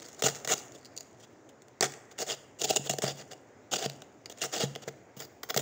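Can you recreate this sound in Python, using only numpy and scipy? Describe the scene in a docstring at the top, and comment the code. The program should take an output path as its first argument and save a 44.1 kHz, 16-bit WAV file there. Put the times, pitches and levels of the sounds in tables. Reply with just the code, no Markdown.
"""Inside a freezer, close to a phone, a light crackling drag of a plastic tub is fading as the scene opens.
Then the tub goes in jerks over thick frost: its rim crushes ice (clumped noise through resonances),
crystals and crumbs tick (short decays), and the hollow tub hums and knocks on solid ice (pushed modes).
Near the end a steel bowl is touched (decaying sines). Throughout, the kitchen answers with decaying
noise, over a steady low hush of air and far machines (coloured noise)."""
import sys
import numpy as np
from scipy import signal
from scipy.fft import rfft, irfft, next_fast_len
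from scipy.io import wavfile
from scipy.ndimage import uniform_filter1d, map_coordinates

SR = 44100
rng = np.random.default_rng(int(sys.argv[2]) if len(sys.argv) > 2 else 0)


def wav_out(sig):
    """Save sig, one row per channel (or a flat mono array), as 16-bit PCM at SR to the path in sys.argv[1]."""
    wavfile.write(sys.argv[1], SR, np.round(np.clip(np.atleast_2d(sig).T, -1, 1) * 32767).astype(np.int16))


N = 247401  # samples

# All levels are relative; each source is balanced where it is mixed.
# Pressure of the rim on the frost, one curve per stroke: (time [s], level [dB])
STROKE_CURVES = [
    [(1.818, -36), (1.826, -26.5), (1.84, -26.5), (1.87, -41.5)],
    [(2.178, -53), (2.186, -38.5), (2.226, -34.5), (2.243, -50)],
    [(2.265, -43.5), (2.295, -33.5), (2.325, -35), (2.35, -47.5)],
    [(2.665, -47), (2.689, -37.5), (2.699, -25.5), (2.707, -22.5), (2.717, -40.5), (2.748, -39.5)],
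    [(2.756, -31), (2.762, -32), (2.77, -24.5), (2.782, -62)],
    [(2.838, -47), (2.872, -38), (2.888, -65)],
    [(2.915, -46), (2.921, -63), (2.935, -34), (2.945, -55)],
    [(3.712, -40), (3.734, -26.5), (3.752, -40.5), (3.758, -32.5), (3.766, -27.5), (3.772, -51)],
    [(3.778, -46), (3.786, -31.5), (3.798, -40), (3.862, -33.5), (3.868, -59)],
    [(4.405, -58), (4.417, -30.5), (4.441, -31), (4.461, -34), (4.47, -50)],
    [(5.488, -50), (5.5, -35.5), (5.506, -34), (5.515, -60)],
    [(5.573, -24.5), (5.578, -27.5), (5.586, -48), (5.594, -33), (5.608, -46)],
    [(0.236, -30), (0.24, -26), (0.272, -26), (0.278, -40), (0.284, -26.5), (0.315, -53.5)],
    [(0.482, -35), (0.49, -29.5), (0.526, -22.5), (0.54, -31), (0.545, -42)],
    [(2.588, -49.5), (2.622, -29.5), (2.632, -47), (2.64, -31.5), (2.654, -26.5), (2.662, -48)],
    [(3.028, -38), (3.036, -31), (3.07, -41.5), (3.082, -33), (3.118, -43.5), (3.125, -62)],
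    [(4.515, -55), (4.535, -35), (4.579, -35.5), (4.589, -43), (4.599, -35.5), (4.639, -33.5), (4.66, -49)],
    [(5.165, -56), (5.169, -49.5), (5.187, -55), (5.203, -42.5), (5.213, -49), (5.221, -48), (5.255, -54.5),
     (5.258, -59)],
]
# The rim brushes the frost lightly: (time [s], length [ms], level [dB])
LIGHT_BRUSHES = [(.045, 31, -59), (0.193, 16.5, -49.5), (0.366, 2.4, -43), (0.576, 4, -38),
                 (0.591, 8.2, -46.5), (0.75, 10, -52), (1.197, 18, -59.5), (1.226, 24, -56),
                 (2.115, 9, -49), (3.172, 52, -48.5), (3.318, 5.1, -40.5), (4.316, 7.8, -48.5),
                 (4.375, 28, -52.5), (4.824, 14, -50), (4.88, 9.9, -42.5)]
BRUSH_RISE_MS, BRUSH_FALL_MS = 7, 3.7  # to climb 14 dB, to drop 12 dB
# Crystals snap or crumbs land: (time [s], level [dB], 60 dB decay [ms])
CRYSTAL_SNAPS = [(0.025, -48, 11), (0.085, -41, 21), (0.222, -23, 22), (0.24, -43, 17), (0.298, -36, 13),
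                 (0.348, -41, 15), (0.355, -49, 15), (0.447, -33, 24), (0.475, -31.5, 15.5),
                 (.536, -25.5, 11), (0.72, -49.5, 22), (0.848, -45, 10), (0.855, -45, 32), (0.965, -39, 21),
                 (.976, -37.5, 12), (0.983, -41, 13), (1, -49, 18), (1.03, -56, 10), (1.078, -67, 16),
                 (1.007, -38, 16), (1.49, -56, 48), (1.62, -52.5, 24), (1.683, -55.5, 24),
                 (1.808, -22.5, 23), (1.92, -46.5, 29), (1.937, -45, 26), (2.728, -36, 6.8),
                 (2.76, -29.5, 35), (2.895, -24.5, 65), (2.985, -32.5, 19), (3.02, -29.5, 43),
                 (3.332, -44.5, 19), (3.757, -38, 25), (3.898, -40.5, 16), (4.02, -40, 12.3),
                 (4.258, -44.5, 31), (4.298, -35.5, 24), (4.602, -41, 18), (4.752, -37, 9.3),
                 (4.759, -35.5, 11), (5.432, -39, 38.5), (5.543, -39, 36), (5.563, -27, 25)]
# The touching spot favours a pitch and shakes rim and wall more or less:
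# (time [s], favoured pitch [Hz], rim level [dB], wall level [dB])
CONTACT_SPOT = [(.1, 2470, -8.5, 2.5), (.3, 2300, -3.5, 0.5), (.52, 2260, -5.5, 0), (.98, 4780, -9, -4.5),
                (1.22, 2880, -5, 4), (1.82, 1880, -3.5, 3.5), (2.3, 2670, -3.5, 0.5), (2.7, 3190, -6, 0.5),
                (3.04, 2570, -2.5, 3.5), (3.32, 2690, -1, 5.5), (3.749, 2980, -4, 2),
                (3.86, 2570, -3.5, 5.5), (4.26, 2500, -0.5, 5.5), (4.43, 2450, -5.5, -1.5),
                (4.62, 2340, -1.5, 5.5), (4.88, 2330, -1, 6.5), (5.2, 2470, -1, 2), (5.434, 1600, 5.5, 6.5),
                (5.56, 2540, -3.5, 2.5)]
# Spectrum of breaking crystals: (frequency [Hz], level per Hz [dB])
ICE_SPECTRUM = [(1000, -77.5), (1200, -25), (5500, 2.5)]
# Highest treble of the crunch: (time [s], level [dB])
SHEEN_LEVEL = [(4.8, -12), (5.2, 3.5), (5.5, 4.5), (5.56, -1)]
SHEEN_HZ = 11700
# Modes of the tub rim: (frequency [Hz], width [Hz], level [dB])
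RIM_MODES = [(1434, 480, 2), (1884, 494, 0.5), (2880, 181, -4), (3235, 587, 4.5), (4670, 496, 8)]
# Modes of the tub wall: (frequency [Hz], width [Hz], level [dB])
WALL_MODES = [(448, 78, 2), (646, 124, -2), (742, 20, -1.5)]
# Modes of the air and floor of the tub: (frequency [Hz], width [Hz], level [dB])
BOOM_MODES = [(140.2, 6.1, 0.5), (187, 47, -11)]
# The tub wall bumps solid ice: (time [s], boom level [dB], knock level [dB], favoured pitch [Hz])
ICE_BUMPS = [(0.223, -67, -21.5, 547), (0.2409, -37.5, -21.5, 490), (1.809, -63, -19.5, 506),
             (2.708, -41.5, -19.5, 510), (2.763, -52, -18, 774), (2.794, -43.5, -50.5, 450),
             (2.899, -38, -20, 720), (3.039, -35, -19.5, 665), (3.86, -39.5, -60, 556),
             (4.636, -33, -30, 466), (4.877, -47, -29.5, 466), (5.169, -50, -55, 450),
             (5.564, -37.5, -19, 674)]
# Touches on the steel bowl: (time [s], level [dB])
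BOWL_TOUCHES = [(5.435, -56), (5.503, -60)]
# Tones of the steel bowl: (frequency [Hz], level [dB], 60 dB decay [s])
BOWL_TONES = [(6340, -3, .15), (10400, 11, .045), (11960, 15, .05)]
# Decay of the kitchen's answer: (frequency [Hz], 60 dB decay [s])
KITCHEN_DECAY = [(300, 1), (2000, 1), (3800, 0.34), (7000, 0.55), (14000, 0.48)]
# Spectrum of air and far machines: (frequency [Hz], level per Hz [dB])
HUSH_SPECTRUM = [(25, -30), (121, 8.5), (168, -2.5), (267, 7.5), (603, 4), (1130, -6), (2100, -9),
                 (2920, -18.5), (4300, -22.5), (7000, -24), (16000, -36)]
# Slow course of the hush: (time [s], level [dB])
HUSH_LEVEL = [(0, -54), (1.5, -58), (3.5, -57.5), (5.3, -57.5)]
# Response of the phone microphone: (frequency [Hz], gain [dB])
MIC_RESPONSE = [(4200, 0.5), (5800, 5), (7000, 11), (8200, -2.5), (10900, -17), (13500, -13), (14500, 2),
                (15600, 10), (16100, -34)]
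TOP_HZ = 16800  # band limit of the microphone
CLOCK = np.arange(N) / SR  # [s]


def amp(db):
    """Amplitude factor of a level in dB."""
    return 10 ** (np.asarray(db) / 20)


def unit(x):
    """Scale a signal to rms 1."""
    return x / np.sqrt(np.mean(x ** 2) + 1e-20)


def along(points, hz):
    """Read (Hz, value) points on a log frequency axis."""
    f, values = np.transpose(points)
    return np.interp(np.log(hz + 1), np.log(f + 1), values)


def over_time(points):
    """Draw (s, value) points as straight lines over the whole scene."""
    s, values = np.transpose(points)
    return np.interp(CLOCK, s, values)


def filtered(x, response):
    """Pass x through a complex response of frequency."""
    m = next_fast_len(N + SR // 2)
    spectrum = rfft(x, m) * response(np.fft.rfftfreq(m, 1 / SR))
    return irfft(spectrum, m)[..., :N]


def causal(points):
    """Minimum-phase response of (Hz, dB) points, from a folded cepstrum."""
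    def response(hz):
        cepstrum = irfft(np.log(amp(along(points, hz))))
        half = len(cepstrum) // 2
        cepstrum[1:half] *= 2
        cepstrum[half + 1:] = 0
        return np.exp(rfft(cepstrum))
    return response


def modes(table):
    """Response of (Hz, width, dB) resonances of one body; they cancel each other in between."""
    def response(f):
        return sum(amp(db) * 1j * f * width / (hz * hz - f * f + 1j * f * width)
                   for hz, width, db in table)
    return response


def wobble(rate):
    """A smooth random curve with rate knots a second."""
    knots = rng.standard_normal(int(N * rate / SR) + 4)
    return map_coordinates(knots, [np.arange(N) * rate / SR])


def patchy(patchy_db, bins, frames):
    """Noise of rms 1 whose colour changes at random from patch to patch."""
    z = signal.stft(rng.standard_normal(N), nperseg=256)[2]
    field = uniform_filter1d(rng.standard_normal(z.shape), size=bins, axis=0)
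    field = uniform_filter1d(field, size=frames, axis=1)
    return unit(signal.istft(z * amp(patchy_db * unit(field)), nperseg=256)[1][:N])


def add(line, s, piece):
    """Lay a piece onto the line, starting at s seconds."""
    part = line[max(round(s * SR), 0):][:len(piece)]
    part += piece[:len(part)]


def rung(force, grain, response):
    """Press grain with a force into a response, at the level of the force."""
    return filtered(force * grain, response) / np.std(filtered(grain, response))


def pressure():
    """Force of the contact as felt by the crystals, the rim and the tub wall."""
    rub, snap = np.zeros(N), np.zeros(N)
    for stroke in STROKE_CURVES:
        s, db = np.transpose(stroke)
        rub += amp(np.interp(CLOCK, s, db)) * (CLOCK >= s[0]) * (CLOCK < s[-1])
    for s, length_ms, db in LIGHT_BRUSHES:
        ms = (CLOCK - s) * 1000
        rise_db = 14 * np.minimum(ms, 0) / BRUSH_RISE_MS
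        fall_db = 12 * np.maximum(ms - length_ms, 0) / BRUSH_FALL_MS
        rub += amp(db + rise_db - fall_db)
    t = np.arange(SR // 10) / SR
    for s, db, t60_ms in CRYSTAL_SNAPS:
        add(snap, s, amp(db - 60 * 1000 * t / t60_ms))
    s, _, rim_db, wall_db = np.transpose(CONTACT_SPOT)
    crunch = rub + amp(5) * snap
    ring = amp(np.interp(CLOCK, s, rim_db)) * (rub + amp(4.0) * snap)
    shake = amp(np.interp(CLOCK, s, wall_db)) * (rub + amp(2.0) * snap)
    # loosened frost keeps trickling after a bite, fading over about 1/8 s
    loose = signal.lfilter([8 / SR], [1, 8 / SR - 1], crunch)
    landings = (rng.random(N) < 130 / SR) * rng.random(N)  # about 130 crumbs a second
    crumbs = abs(signal.fftconvolve(landings, amp(-60 * t / 0.0049))[:N])
    # a light, crackling drag is fading as the scene opens
    drag = amp(-53.5 - 60 * CLOCK / 2.9) * (0.68 + 6 * crumbs)
    return crunch + drag + amp(-4.5) * loose * crumbs, ring + amp(-5.5) * drag, shake


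def scrape():
    """Crystals break in clumps a few milliseconds long and ring the rim; jerks shake the tub wall."""
    crunch, ring, shake = pressure()
    clumps = amp(2.5 * wobble(350) + 2.5 * wobble(2500))
    grit = unit(clumps * patchy(patchy_db=2.0, bins=4, frames=4))
    crystals = rung(crunch, grit, causal(ICE_SPECTRUM))
    treble = filtered(crystals, lambda hz: 1 / (1 + (SHEEN_HZ / (hz + 1)) ** 10))
    crystals = crystals + (amp(over_time(SHEEN_LEVEL)) - 1) * treble

    s, pitch_hz, _, _ = np.transpose(CONTACT_SPOT)
    contact_hz = np.interp(CLOCK, s, pitch_hz)
    rim = 0
    for hz, width, db in RIM_MODES:
        # a mode weakens with each octave between it and the favoured pitch, and flickers
        near_db = db - 9 * abs(np.log2(hz / contact_hz)) + 2.3 * wobble(40)
        narrow, wide = modes([(hz, width, 0)]), modes([(hz, 4 * width, 0)])
        rim = rim + rung(ring * amp(near_db), grit, lambda f: narrow(f) * wide(f))

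    jerks = unit(clumps * rng.standard_normal(N))
    # a rubbed wall gives little outside its modes
    steep = signal.butter(4, [300, 830], "band", fs=SR, output="sos")
    wall = rung(shake, jerks, lambda hz: modes(WALL_MODES)(hz) * signal.sosfreqz(steep, hz, fs=SR)[1])
    boom = rung(shake, jerks, modes(BOOM_MODES))
    return amp(-1.0) * crystals + amp(-4.5) * rim + amp(-6.0) * wall + amp(-16.0) * boom


def bumps():
    """A soft push about a millisecond long rings the tub; the hand on it makes the hum waver."""
    low, knock = np.zeros(N), 0
    push = np.hanning(round(0.0015 * SR))
    for s, boom_db, _, _ in ICE_BUMPS:
        add(low, s, amp(boom_db + 36.5) * push)
    for hz, width, db in WALL_MODES:
        high = np.zeros(N)
        for s, _, knock_db, near_hz in ICE_BUMPS:
            # a mode weakens with each octave from the favoured pitch
            add(high, s, amp(knock_db + 16 - 32 * abs(np.log2(hz / near_hz))) * push)
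        knock = knock + filtered(high, modes([(hz, width, db)]))
    hum = amp(0.83 * wobble(17)) * filtered(low, modes(BOOM_MODES))
    return hum + knock


def bowl():
    """The steel bowl rings briefly as decaying sines, damped by the frost it sits in."""
    out, t = np.zeros(N), np.arange(SR // 5) / SR
    for s, db in BOWL_TOUCHES:
        for hz, level_db, t60 in BOWL_TONES:
            # each touch excites the tones a little differently
            tone_db = db + level_db + rng.normal(0, 2.5) - 60 * t / t60
            add(out, s, amp(tone_db) * np.sin(2 * np.pi * hz * t))
    return out


def kitchen(x):
    """Diffuse answer: the energy at each frequency dies at its own speed, carried by fresh noise."""
    hz, t, z = signal.stft(x, SR, nperseg=512)
    keep = amp(-60 * t[1] / along(KITCHEN_DECAY, hz)) ** 2  # energy left after one frame
    energy = [signal.lfilter([0, 1 - k], [1, -k], row) for k, row in zip(keep, abs(z) ** 2)]
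    noise = signal.stft(rng.standard_normal(N), SR, nperseg=512)[2]
    return signal.istft(np.sqrt(np.abs(energy)) * noise / np.std(noise), SR, nperseg=512)[1][:N]


def hush():
    """Far machines and moving air: patchy noise, coloured and slowly changing in level."""
    noise = patchy(patchy_db=1.5, bins=3, frames=20)
    air = unit(filtered(noise, lambda hz: amp(along(HUSH_SPECTRUM, hz))))
    return amp(over_time(HUSH_LEVEL)) * air


def scene():
    """Tub and bowl close by, the kitchen answering them, and the hush behind."""
    near = scrape() + bumps() + bowl()
    near = near + amp(-15) * kitchen(near)
    # a small tub radiates no deep bass
    near = filtered(near, lambda hz: (1j * hz / (75 + 1j * hz)) ** 4)
    return (near + hush())[None]


def record(dry):
    """The phone's port resonates in the treble; nothing is kept above the band limit."""
    return filtered(dry, lambda hz: causal(MIC_RESPONSE)(hz) * (hz < TOP_HZ))


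dry = scene()
out = record(dry)
wav_out(out)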